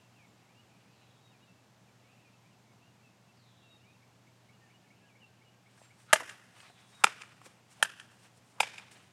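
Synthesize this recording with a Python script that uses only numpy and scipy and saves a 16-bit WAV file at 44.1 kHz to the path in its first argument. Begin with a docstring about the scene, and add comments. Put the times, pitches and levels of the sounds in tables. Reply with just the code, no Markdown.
"""Birds sing over a mains hum and a far rumble; then a sword slices a dry bamboo pole four times on a lawn.
Air and hum are filtered noise and a sine; birds are gliding sines, blurred by the trees.
Cloth and grass rustle as grainy noise, cut pieces and feet knock as short rings, and the blade whistles.
Each cut is a burst of fibre snaps that rings the pole's modes; walls and trees send the crack back.
One small microphone stands some metres away."""
import sys
import numpy as np
from scipy import signal
from scipy.fft import rfft, irfft
from scipy.io import wavfile
from scipy.ndimage import uniform_filter1d

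SR = 44100
rng = np.random.default_rng(int(sys.argv[2]) if len(sys.argv) > 2 else 0)


def gain_from_db(level_db):
    """Turn a decibel level (scalar or array-like) into a linear amplitude factor."""
    decades = np.asarray(level_db, float) / 20
    return 10 ** decades


def dump_mix(stems):
    """Bounce the given channels to the path in sys.argv[1] as a 16-bit WAV at rate SR."""
    frames = np.atleast_2d(stems).T  # one column per channel
    limited = np.clip(frames, -1, 1)  # hard clip at full scale
    pcm = np.round(limited * 32767).astype(np.int16)
    wavfile.write(sys.argv[1], SR, pcm)


N = 402191
TIME = np.arange(N) / SR


def level(x, db):
    """Root-mean-square normalisation: scale a signal to an rms level in dB."""
    return x * gain_from_db(db) / np.sqrt(np.mean(x ** 2))


def colour(x, points):
    """Spectral shaping: weight a noise by (hz, db) points joined on a log-frequency axis."""
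    hz, db = np.transpose(points)
    grid = np.arange(len(x) // 2 + 1) * SR / len(x) + 1
    gain = gain_from_db(np.interp(np.log(grid), np.log(hz), db))
    return irfft(rfft(x) * gain, len(x))


def band(x, lo_hz, hi_hz):
    """Causal band-pass filtering."""
    sos = signal.butter(2, [lo_hz, min(hi_hz, SR / 2.2)], "bandpass", fs=SR, output="sos")
    return signal.sosfilt(sos, x)


def ring(t, hz, t60):
    """Damped free vibration: one mode, 60 dB weaker after t60 seconds."""
    return np.sin(2 * np.pi * hz * t) * 1000. ** (-t / t60)


def walk(rate):
    """Slow random fluctuation: smoothed random steps, rate per second, with spread near 1."""
    k = int(SR / rate)
    steps = np.repeat(rng.standard_normal(N // k + 1), k)
    smooth = uniform_filter1d(uniform_filter1d(steps, k), k)
    return level(smooth, 0)[:N]


def add(out, s, x):
    """Superposition: mix x into out from time s."""
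    i = int(round(s * SR))
    out[i:i + len(x)] += x[:len(out) - i]


def swell(t, rise, fall):
    """Exponential growth to 1 at t = 0, then exponential decay."""
    return np.exp(np.where(t < 0, t / max(rise, .001), -t / max(fall, .001)))


# spectrum of the far noise: hz [Hz], relative_db [dB per Hz]
AIR_SPECTRUM = [(20, -32.5), (45, -25), (70, -18), (95, -5.5), (120, -7), (160, -6.5), (200, -6),
                (330, -13), (540, -15), (760, -13), (1320, -19), (2750, -23), (7270, -28), (10000, -35.5),
                (13700, -39), (16000, -46.5)]


def air():
    """Steady background: broadband far noise, a mains hum and a narrow-band noise that wavers as a drone."""
    far = level(colour(rng.standard_normal(N), AIR_SPECTRUM), -65) * gain_from_db(0.4 * walk(1.0))
    hum_hz, hum_db = 120, -68.5
    hum = np.sqrt(2) * gain_from_db(hum_db + .8 * walk(2.2)) * np.sin(2 * np.pi * hum_hz * TIME)
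    drone_hz, width_hz, drone_db = 189, 22, -76.5
    drone = band(rng.standard_normal(N), drone_hz - width_hz / 2, drone_hz + width_hz / 2)
    return far + hum + level(drone, drone_db)


def glide(length, from_hz, to_hz):
    """Frequency glide: the slide starts fast and settles into its goal."""
    return to_hz + (from_hz - to_hz) * np.linspace(1, 0, int(length * SR)) ** 1.6


def sing(out, s, hz, db, edge=.4):
    """Frequency modulation: a sine whose phase sums hz; a small edge makes a flat-topped note."""
    shape = np.sin(np.linspace(0, np.pi, len(hz))).clip(0) ** edge
    tone = np.sin(2 * np.pi * np.cumsum(hz) / SR)
    add(out, s, np.sqrt(2) * gain_from_db(db) * shape * tone)


# a warbling bird's gliding notes, some joined:
# start_s [s], length_s [s], from_hz [Hz], to_hz [Hz], level_db [dB]
WARBLER_NOTES = [(0.02, 0.064, 2780, 2686, -76), (.15, 0.12, 2900, 2110, -70), (.4, 0.027, 2450, 2830, -78),
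                 (.42, 0.051, 2800, 2020, -78), (.475, 0.054, 2000, 2550, -72),
                 (.545, 0.087, 2600, 2980, -71), (.84, 0.091, 2220, 2630, -77),
                 (1.31, .06, 2950, 2320, -73), (1.375, 0.062, 2300, 2840, -80),
                 (1.42, 0.035, 2880, 2850, -73), (1.47, 0.047, 2750, 2650, -72),
                 (1.55, .06, 2700, 2715, -79.5), (1.87, .035, 2700, 2200, -77),
                 (2.02, 0.15, 1950, 2710, -73.5), (2.17, 0.04, 2420, 2700, -71.5),
                 (2.24, 0.06, 2550, 2420, -72), (2.325, 0.031, 2600, 2620, -73),
                 (2.44, .045, 2150, 2500, -74), (2.5, 0.053, 3100, 2580, -73.5),
                 (2.65, .08, 2320, 2220, -78), (2.81, 0.041, 2480, 2830, -72),
                 (2.84, 0.061, 2830, 2780, -73), (2.99, 0.027, 2400, 2300, -74),
                 (3.025, 0.079, 2750, 2560, -70.5), (3.275, .04, 2700, 2620, -75),
                 (3.62, 0.074, 2720, 2680, -70.5), (3.7, 0.064, 2800, 2710, -73),
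                 (3.79, 0.057, 2620, 2880, -74), (3.84, 0.087, 2200, 2570, -70),
                 (3.94, .03, 2720, 2740, -72), (4.53, 0.019, 2880, 2860, -70.5),
                 (4.735, 0.04, 2890, 2920, -73), (4.85, .04, 2320, 2200, -76),
                 (4.95, .035, 2950, 2940, -77), (5.015, .035, 2650, 2640, -75),
                 (5.045, .032, 2640, 3030, -77), (5.078, 0.035, 3030, 2300, -69.5),
                 (5.11, 0.027, 2320, 2280, -73), (5.2, 0.039, 3080, 2730, -68),
                 (5.225, 0.035, 2755, 2745, -62), (5.445, 0.053, 2940, 2900, -74),
                 (6.57, 0.084, 2720, 2480, -68)]
# a thin high whistle: start_s [s], length_s [s], from_hz [Hz], to_hz [Hz], level_db [dB]
SEEP_NOTES = [(.26, .1, 7250, 7050, -83), (5.78, .12, 7870, 7400, -75)]


def fluttering_notes(out):
    """Random frequency modulation: gliding whistles with an unsteady pitch."""
    flutter_hz = 30 * walk(90)
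    for s, length, from_hz, to_hz, db in list(WARBLER_NOTES) + list(SEEP_NOTES):
        hz = glide(length, from_hz, to_hz)
        sing(out, s, hz + flutter_hz[int(s * SR):][:len(hz)], db)


# trilled note: start_s [s], length_s [s], from_hz [Hz], to_hz [Hz], level_db [dB]
TRILL_NOTES = [(0.687, 0.108, 2550, 2390, -73.5)]


def trill(out):
    """Periodic frequency modulation: a glide whose pitch shakes quickly."""
    rate_hz, swing_hz = 41, 130
    for s, length, from_hz, to_hz, db in TRILL_NOTES:
        hz = glide(length, from_hz, to_hz)
        shake = swing_hz * np.sin(2 * np.pi * rate_hz * TIME[:len(hz)])
        sing(out, s, hz + shake, db)


# slur, then two whistles: first_whistle_s [s], slur_db [dB], whistle_db [dB], second_whistle_db [dB]
WHISTLER_SONGS = [(1.225, -78.5, -72.5, -79), (3.682, -74, -68.5, -80), (6.922, -73, -66, -94)]


def whistler(out):
    """Sideband buzz: fast modulation roughens a falling slur, which leads into two sagging whistles."""
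    slur_s, top_hz, end_hz, settle_s = .32, 5100, 3560, .06
    buzz_hz, buzz_depth = 183, 1.7  # depth is the modulation index
    whistle_s, whistle_hz, sag_hz, gap_s = .095, 3810, 110, .17
    t = TIME[:int(slur_s * SR)]
    # the glide reversed in time: level at first, then falling
    whistle = glide(whistle_s, whistle_hz - sag_hz, whistle_hz)[::-1]
    for s, slur_db, whistle_db, second_db in WHISTLER_SONGS:
        buzz = buzz_depth * buzz_hz * np.cos(2 * np.pi * buzz_hz * t + 3.5 * walk(60)[:len(t)])
        slur = end_hz + (top_hz - end_hz) * np.exp(-t / settle_s)
        sing(out, s - slur_s, slur + buzz, slur_db, edge=.25)
        sing(out, s, whistle, whistle_db)
        sing(out, s + gap_s, whistle, second_db)


# a chipping bird's calls: start_s [s], level_db [dB]
CHIP_CALLS = [(4.02, -69), (4.268, -69), (4.487, -66.5), (4.697, -66.5), (4.902, -65.5), (5.152, -65),
              (5.412, -68.5), (5.66, -66), (5.902, -65.5)]


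def chips(out):
    """Rapid frequency sweep: each chip is a quick upward flick."""
    for s, db in CHIP_CALLS:
        sing(out, s, glide(.019, 2040, 2350), db)


# a piping bird's notes: start_s [s], pitch_hz [Hz], level_db [dB]
PIPER_NOTES = [(4.61, 1820, -71), (4.825, 1745, -75), (5.015, 1670, -72), (5.27, 1570, -78),
               (5.52, 1600, -77)]


def piper(out):
    """Nearly constant frequency: short piped notes that sag slightly through their pitch."""
    length_s, sag_hz = .069, 30
    for s, hz, db in PIPER_NOTES:
        sing(out, s, glide(length_s, hz + sag_hz, hz - sag_hz), db)


def birds():
    """Multiple scattering: trees blur the whistles into a noisy decay, over a far twitter of band noise."""
    song = np.zeros(N)
    for bird in (fluttering_notes, trill, whistler, chips, piper):
        bird(song)
    song = song * gain_from_db(1.4 * walk(120))
    t = TIME[:SR // 4]
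    blur = gain_from_db(-34.5) * rng.standard_normal(len(t)) * 1000. ** (-t / 0.36)
    twitter = level(band(rng.standard_normal(N), 2450, 2950), -84)
    twitter = twitter * gain_from_db(3.0 * walk(3.5) + 3.0 * walk(25))
    return song + signal.fftconvolve(song, blur)[:N] + twitter


# cloth and grass, one swell for each movement:
# loudest_s [s], rise_s [s], fall_s [s], hiss_db [dB], scuff_db [dB]
RUSTLE_SWELLS = [(5.82, 0.081, 0.1, -69.5, -64.5), (6.0, .02, 0.078, -68, -65),
                 (6.1, 0.034, 0.068, -82, -62), (6.33, 0.064, 0.066, -72, -60),
                 (6.605, 0.052, 0.11, -64.5, -60), (6.814, 0.036, .05, -70, -65.5),
                 (6.93, .06, 0.24, -67, -64), (7.25, 0.041, 0.12, -74.5, -71),
                 (7.462, 0.017, 0.014, -57, -56.5), (7.5, .05, .05, -70.5, -68),
                 (7.716, 0.016, 0.056, -63.5, -65.5), (7.8, 0.04, .05, -71, -65),
                 (8.04, .04, 0.046, -73.5, -67), (8.116, .008, 0.033, -66, -67),
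                 (8.26, 0.071, 0.028, -66.5, -68), (8.375, 0.017, .015, -66.5, -75),
                 (8.5, 0.086, .15, -73, -71), (8.819, 0.067, 0.056, -76, -61),
                 (8.916, .004, 0.024, -57.5, -62), (8.97, .02, 0.13, -70, -65)]
# spectrum of the hiss: hz [Hz], relative_db [dB]
RUSTLE_HISS = [(1760, -32), (3000, -11), (4050, -6.5), (5800, -2), (6300, -4.5), (8760, 0), (12300, -17.5),
               (16000, -24)]


def rustle():
    """Friction noise: cloth and grass give a grainy high hiss and a lower scuff, swells adding in power."""
    power = np.zeros((2, N))
    for s, rise, fall, *db in RUSTLE_SWELLS:
        power += np.outer(gain_from_db(db), swell(TIME - s, rise, fall)) ** 2
    grains = rng.standard_normal((2, N)) * gain_from_db(1.3 * rng.exponential(size=(2, N)))
    hiss = level(colour(grains[0], RUSTLE_HISS), 0) * gain_from_db(1.7 * walk(73))
    scuff = level(band(grains[1], 690, 3200), 0) * gain_from_db(3.1 * walk(46))
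    return np.sum(np.sqrt(power) * [hiss, scuff], axis=0)


# cut pieces and feet knocking: start_s [s], level_db [dB], pitch_hz [Hz],
# treble_db [dB, compares the knocks], t60_s [s]
KNOCKS = [(5.778, -58, 1640, -20, 0.054), (5.817, -43, 604, -16, 0.015), (6.206, -32.5, 990, -21, 0.036),
          (6.219, -39, 592, -17, 0.056), (6.235, -46, 1750, -18, 0.064), (6.492, -59, 1530, -16.5, 0.025),
          (6.589, -59, 1640, -10, 0.025), (6.604, -45, 2590, -12, 0.027), (6.631, -48, 920, -14, 0.023),
          (6.699, -51, 705, -21, 0.059), (7.416, -42.5, 1110, -8, 0.022), (7.461, -44, 521, -9.5, 0.051),
          (8.103, -62, 1760, -10, 0.024), (8.118, -63, 600, -12, 0.025), (8.374, -48, 491, -19.5, 0.025),
          (8.913, -54, 2566, -3.5, 0.029), (8.963, -53, 810, -14, 0.025)]


def ticks():
    """Impact excitation: each knock is a short woody ring with a puff of dry noise."""
    out, t = np.zeros(N), TIME[:SR // 10]
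    for s, db, hz, treble_db, t60 in KNOCKS:
        noise = rng.standard_normal((2, len(t)))
        decay = 1000. ** (-t / t60)
        wood = level(band(noise[0], 0.44 * hz, 1.5 * hz), -4.5) * decay
        knock = 0.56 * ring(t, hz, t60) + wood
        puff = level(band(noise[1], 3500, 11000), treble_db - 13) * decay
        onset = np.minimum(t * hz / 1.2, 1)  # 1.2 periods long
        add(out, s - .001, gain_from_db(db) * (knock + puff) * onset)
    return out


# blade through the air: loudest_s [s], level_db [dB], pitch_hz [Hz], rise_s [s], width_hz [Hz]
BLADE_SWISHES = [(6.110, -49.5, 1380, 0.014, 210), (7.030, -55.5, 1328, 0.028, 898),
                 (7.820, -53, 700, 0.0175, 397), (8.595, -56.5, 1000, 0.023, 900)]


def swishes():
    """Aeolian noise: blade vortices hiss in a band that swells until just before the cut, then quickly dies."""
    out, t = np.zeros(N), TIME[:SR // 5]
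    lead_s = .15
    age = t - lead_s
    for s, db, hz, rise, width in BLADE_SWISHES:
        hiss = level(band(rng.standard_normal(len(t)), hz - width / 2, hz + width / 2), db)
        envelope = np.where(age < 0, np.exp(age / rise), np.exp(-age / 0.0097))
        add(out, s - lead_s, hiss * envelope)
    return out


# the snaps of each cut: parting_db [dB], first_snap_db [dB], last_before_parting_db [dB],
# first_after_parting_db [dB]
SNAP_LEVELS = [(0, -11, -12, -10), (0, -16, -11, -13), (-4, -16, -9.5, -13), (-8, -28, -15, -14)]
# the moment each cut parts the pole's wall: parting_s [s]
PARTING_TIMES = [6.1333, 7.0431, 7.8276, 8.6053]


def snaps(length, cut, entry_s):
    """Impulsive fracture: one parting click among uneven smaller snaps, as low and high drives."""
    main_s = PARTING_TIMES[cut] - entry_s
    main_db, first_db, before_db, after_db = SNAP_LEVELS[cut]
    gap_s, scatter_db, fade_db_per_s = .0012, 1.5, 2501
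    chance = rng.standard_normal((16, 3))
    at = main_s + gap_s * (np.arange(-4, 12) + .32 * chance[:, 0])
    before = first_db + (before_db - first_db) * at / main_s
    after = after_db - fade_db_per_s * (at - main_s)
    db = np.where(at < main_s, before, after) + scatter_db * chance[:, 1]
    treble_db = -1.5 + scatter_db * chance[:, 2]
    at[4], db[4], treble_db[4] = main_s, main_db, -6  # the parting itself
    inside = at > -gap_s / 2
    spot = (at[inside].clip(0) * SR).astype(int)
    low = np.bincount(spot, gain_from_db(db[inside]), length)
    high = np.bincount(spot, gain_from_db((db + treble_db)[inside]), length)
    return low, high


def crackle(t, db):
    """Random impulse excitation: sparse fine clicks that fade in over 4 ms and die away."""
    chance = rng.standard_normal((2, len(t)))
    clicks = chance[0] * (abs(chance[1]) > 1.6)
    return gain_from_db(db) * clicks * 1000. 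** (-t / 0.04) * np.minimum(t / .004, 1)


# modes of the pole and how strongly each cut's height drives them:
# pitch_hz [Hz], t60_s [s], cut_1_db [dB], cut_2_db [dB], cut_3_db [dB], cut_4_db [dB]
POLE_MODES = [(427, 0.038, -28.5, -16.5, -29, -43), (642, 0.041, -9.5, -24.5, -50, -44),
              (922, 0.017, -7, -4.5, -24, 0.5), (1380, 0.0081, -3, 4, -13.5, -15),
              (1700, 0.011, -1, -7.5, 4, -6.5), (1996, 0.01, 0.5, -6.5, -21, -16),
              (2420, 0.0078, -12.5, 2, -19, 4), (2750, 0.0076, -2, -3.5, -1, -7.5),
              (3080, 0.01, -17, -16.5, -3, -8), (3524, 0.0065, -21, -19, -35, -7.5),
              (5000, 0.014, -22, -11.5, -12.5, -9), (6060, 0.0063, -8, -14, -10, -12.5),
              (7400, 0.0083, -10.5, -9, -17.5, -4.5), (8560, 0.01, -8.5, -6.5, -10, -12),
              (9450, 0.0087, -4.5, -13.5, -0.5, -11), (10300, 0.007, -4, -24.5, -20.5, -21)]


def pole(t, cut):
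    """Modal superposition: the pole's impulse response as ten low modes and the higher rest."""
    modes = [gain_from_db(mode[2 + cut]) * ring(t, mode[0], mode[1]) for mode in POLE_MODES]
    return sum(modes[:10]), sum(modes[10:])


# spectrum of the torn splinters: hz [Hz], relative_db [dB]
SPLINTER_SPECTRUM = [(2000, -9), (4000, -8.5), (6000, -3.5), (8000, 0), (10000, -5.5), (11500, -8.5),
                     (13000, -19.5), (16000, -31)]


def splinters(t, db, t60):
    """Broadband fracture noise: torn splinters hiss briefly."""
    hiss = level(colour(rng.standard_normal(len(t)), SPLINTER_SPECTRUM), db)
    return hiss * np.minimum(t / 0.0023, 1) * 1000. ** (-(t / t60) ** 1.2)


# flat surfaces, the first near and the rest far, before each cut's shift:
# delay_s [s], level_db [dB], bottom_hz [Hz], top_hz [Hz]
WALL_SLAPS = [(.0263, -20.5, 502.6, 4630), (.177, -26.5, 1700, 8300), (.192, -36, 1010, 2300),
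              (.278, -46, 900, 5000)]
# scattered return from ground and shrubs, then from the far trees, before each cut's shift:
# loudest_s [s], level_db [dB], rise_s [s], t60_s [s]
SCATTER_SWELLS = [(.032, -53, .008, 0.13), (.075, -64, .02, 0.23), (.18, -66.5, 0.066, 0.28),
                  (.3, -80, .06, 1.3)]
# spectrum of the scattered return: hz [Hz], relative_db [dB]
SCATTER_SPECTRUM = [(300, -3.5), (800, -8), (1600, 1), (3000, 0), (5000, 6.5), (10000, -6), (15000, -11)]
# the cut point drops and shifts, so each cut meets the walls differently:
# near_db [dB], far_db [dB], scatter_db [dB]
STANCE_LEVELS = [(3.5, -2, 0.5), (1, -2, -1), (-3, 0, -0.5), (7.5, 5, 5)]
# how much sooner each cut's returns arrive: near_early_s [s], far_early_s [s]
STANCE_TIMES = [(0., .0135), (0., 0.), (.0052, .0052), (-.0004, 0.)]


def garden(cut):
    """Reflection and scattering: the direct click with its wall slaps, and a grainy diffuse tail."""
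    near_db, far_db, scatter_db = STANCE_LEVELS[cut]
    near_early, far_early = STANCE_TIMES[cut]
    t = TIME[:int(SR * .7)]
    click = 1. * (t == 0)
    slaps = click.copy()
    for k, (delay, db, bottom_hz, top_hz) in enumerate(WALL_SLAPS):
        shift_db, early = (far_db, far_early) if k else (near_db, near_early)
        add(slaps, delay - early, gain_from_db(db + shift_db) * band(click[:256], bottom_hz, top_hz))
    spread = np.zeros(len(t))
    for s, db, rise, t60 in SCATTER_SWELLS:
        early = far_early if s > .1 else near_early
        spread += gain_from_db(db) * swell(t + early - s, rise, t60 / np.log(1000))
    grains = level(colour(rng.standard_normal(len(t)), SCATTER_SPECTRUM), 0)
    grains = grains * gain_from_db(2.2 * walk(280)[:len(t)])
    return slaps, grains * gain_from_db(scatter_db) * spread * (t > .008)


# each cut: entry_s [s], splinter_hiss_db [dB], hiss_t60_s [s], crackle_db [dB]
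SWORD_CUTS = [(6.1290, -17.5, 0.051, -13.5), (7.0380, -20.5, 0.038, -19), (7.8255, -25, 0.044, -39),
              (8.6010, -32.5, 0.081, -22)]


def cuts():
    """Source-filter principle: snaps and crackle drive the pole's modes, and the garden answers."""
    out, t = np.zeros(N), TIME[:SR // 5]
    for k, (s, hiss_db, hiss_t60, crackle_db) in enumerate(SWORD_CUTS):
        fine = crackle(t, crackle_db)
        hiss = splinters(t, hiss_db, hiss_t60)
        snap_low, snap_high = snaps(len(t), k, s)
        low_modes, high_modes = pole(t, k)
        ringing = signal.fftconvolve(fine + snap_low, low_modes)
        ringing = ringing + signal.fftconvolve(gain_from_db(-5) * fine + snap_high, high_modes)
        # a thin pole radiates little bass
        crack = band(band(gain_from_db(-7.5) * ringing[:len(t)] + hiss, 560, 13500), 470, 13500)
        # the jolt thuds faintly in the block that holds the pole, set against the crack's peak
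        add(out, s + 0.0029, np.max(crack) * gain_from_db(-40.5) * ring(t, 190.0, 0.07))
        slaps, tail = garden(k)
        add(out, s, signal.fftconvolve(crack, slaps))
        # leaves hear the pole from every side, which evens out its sharp rings
        blunt = low_modes * 1000. ** (-t / 0.018) + gain_from_db(5.5) * high_modes * 1000. ** (-t / 0.0012)
        blunt = level(band(blunt, 450, 13000), 0) * np.std(crack)
        add(out, s, signal.fftconvolve(blunt, tail))
    return out


def scene():
    """Superposition: all sources sum at the single microphone."""
    return (cuts() + swishes() + ticks() + rustle() + birds() + air())[None]


def low_pass(x):
    """Removes everything above the highest recorded frequency."""
    return signal.sosfilt(signal.butter(12, 16480, fs=SR, output="sos"), x)


def record(dry):
    """Saturation and high-pass response: the microphone rounds the highest peaks and drops the deep bass."""
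    rounded = np.tanh(0.74 * dry) / 0.75
    bass_cut = signal.butter(2, 70, "highpass", fs=SR, output="sos")
    mix = signal.sosfilt(bass_cut, rounded)
    return low_pass(mix)


dry = scene()
out = record(dry)
dump_mix(out)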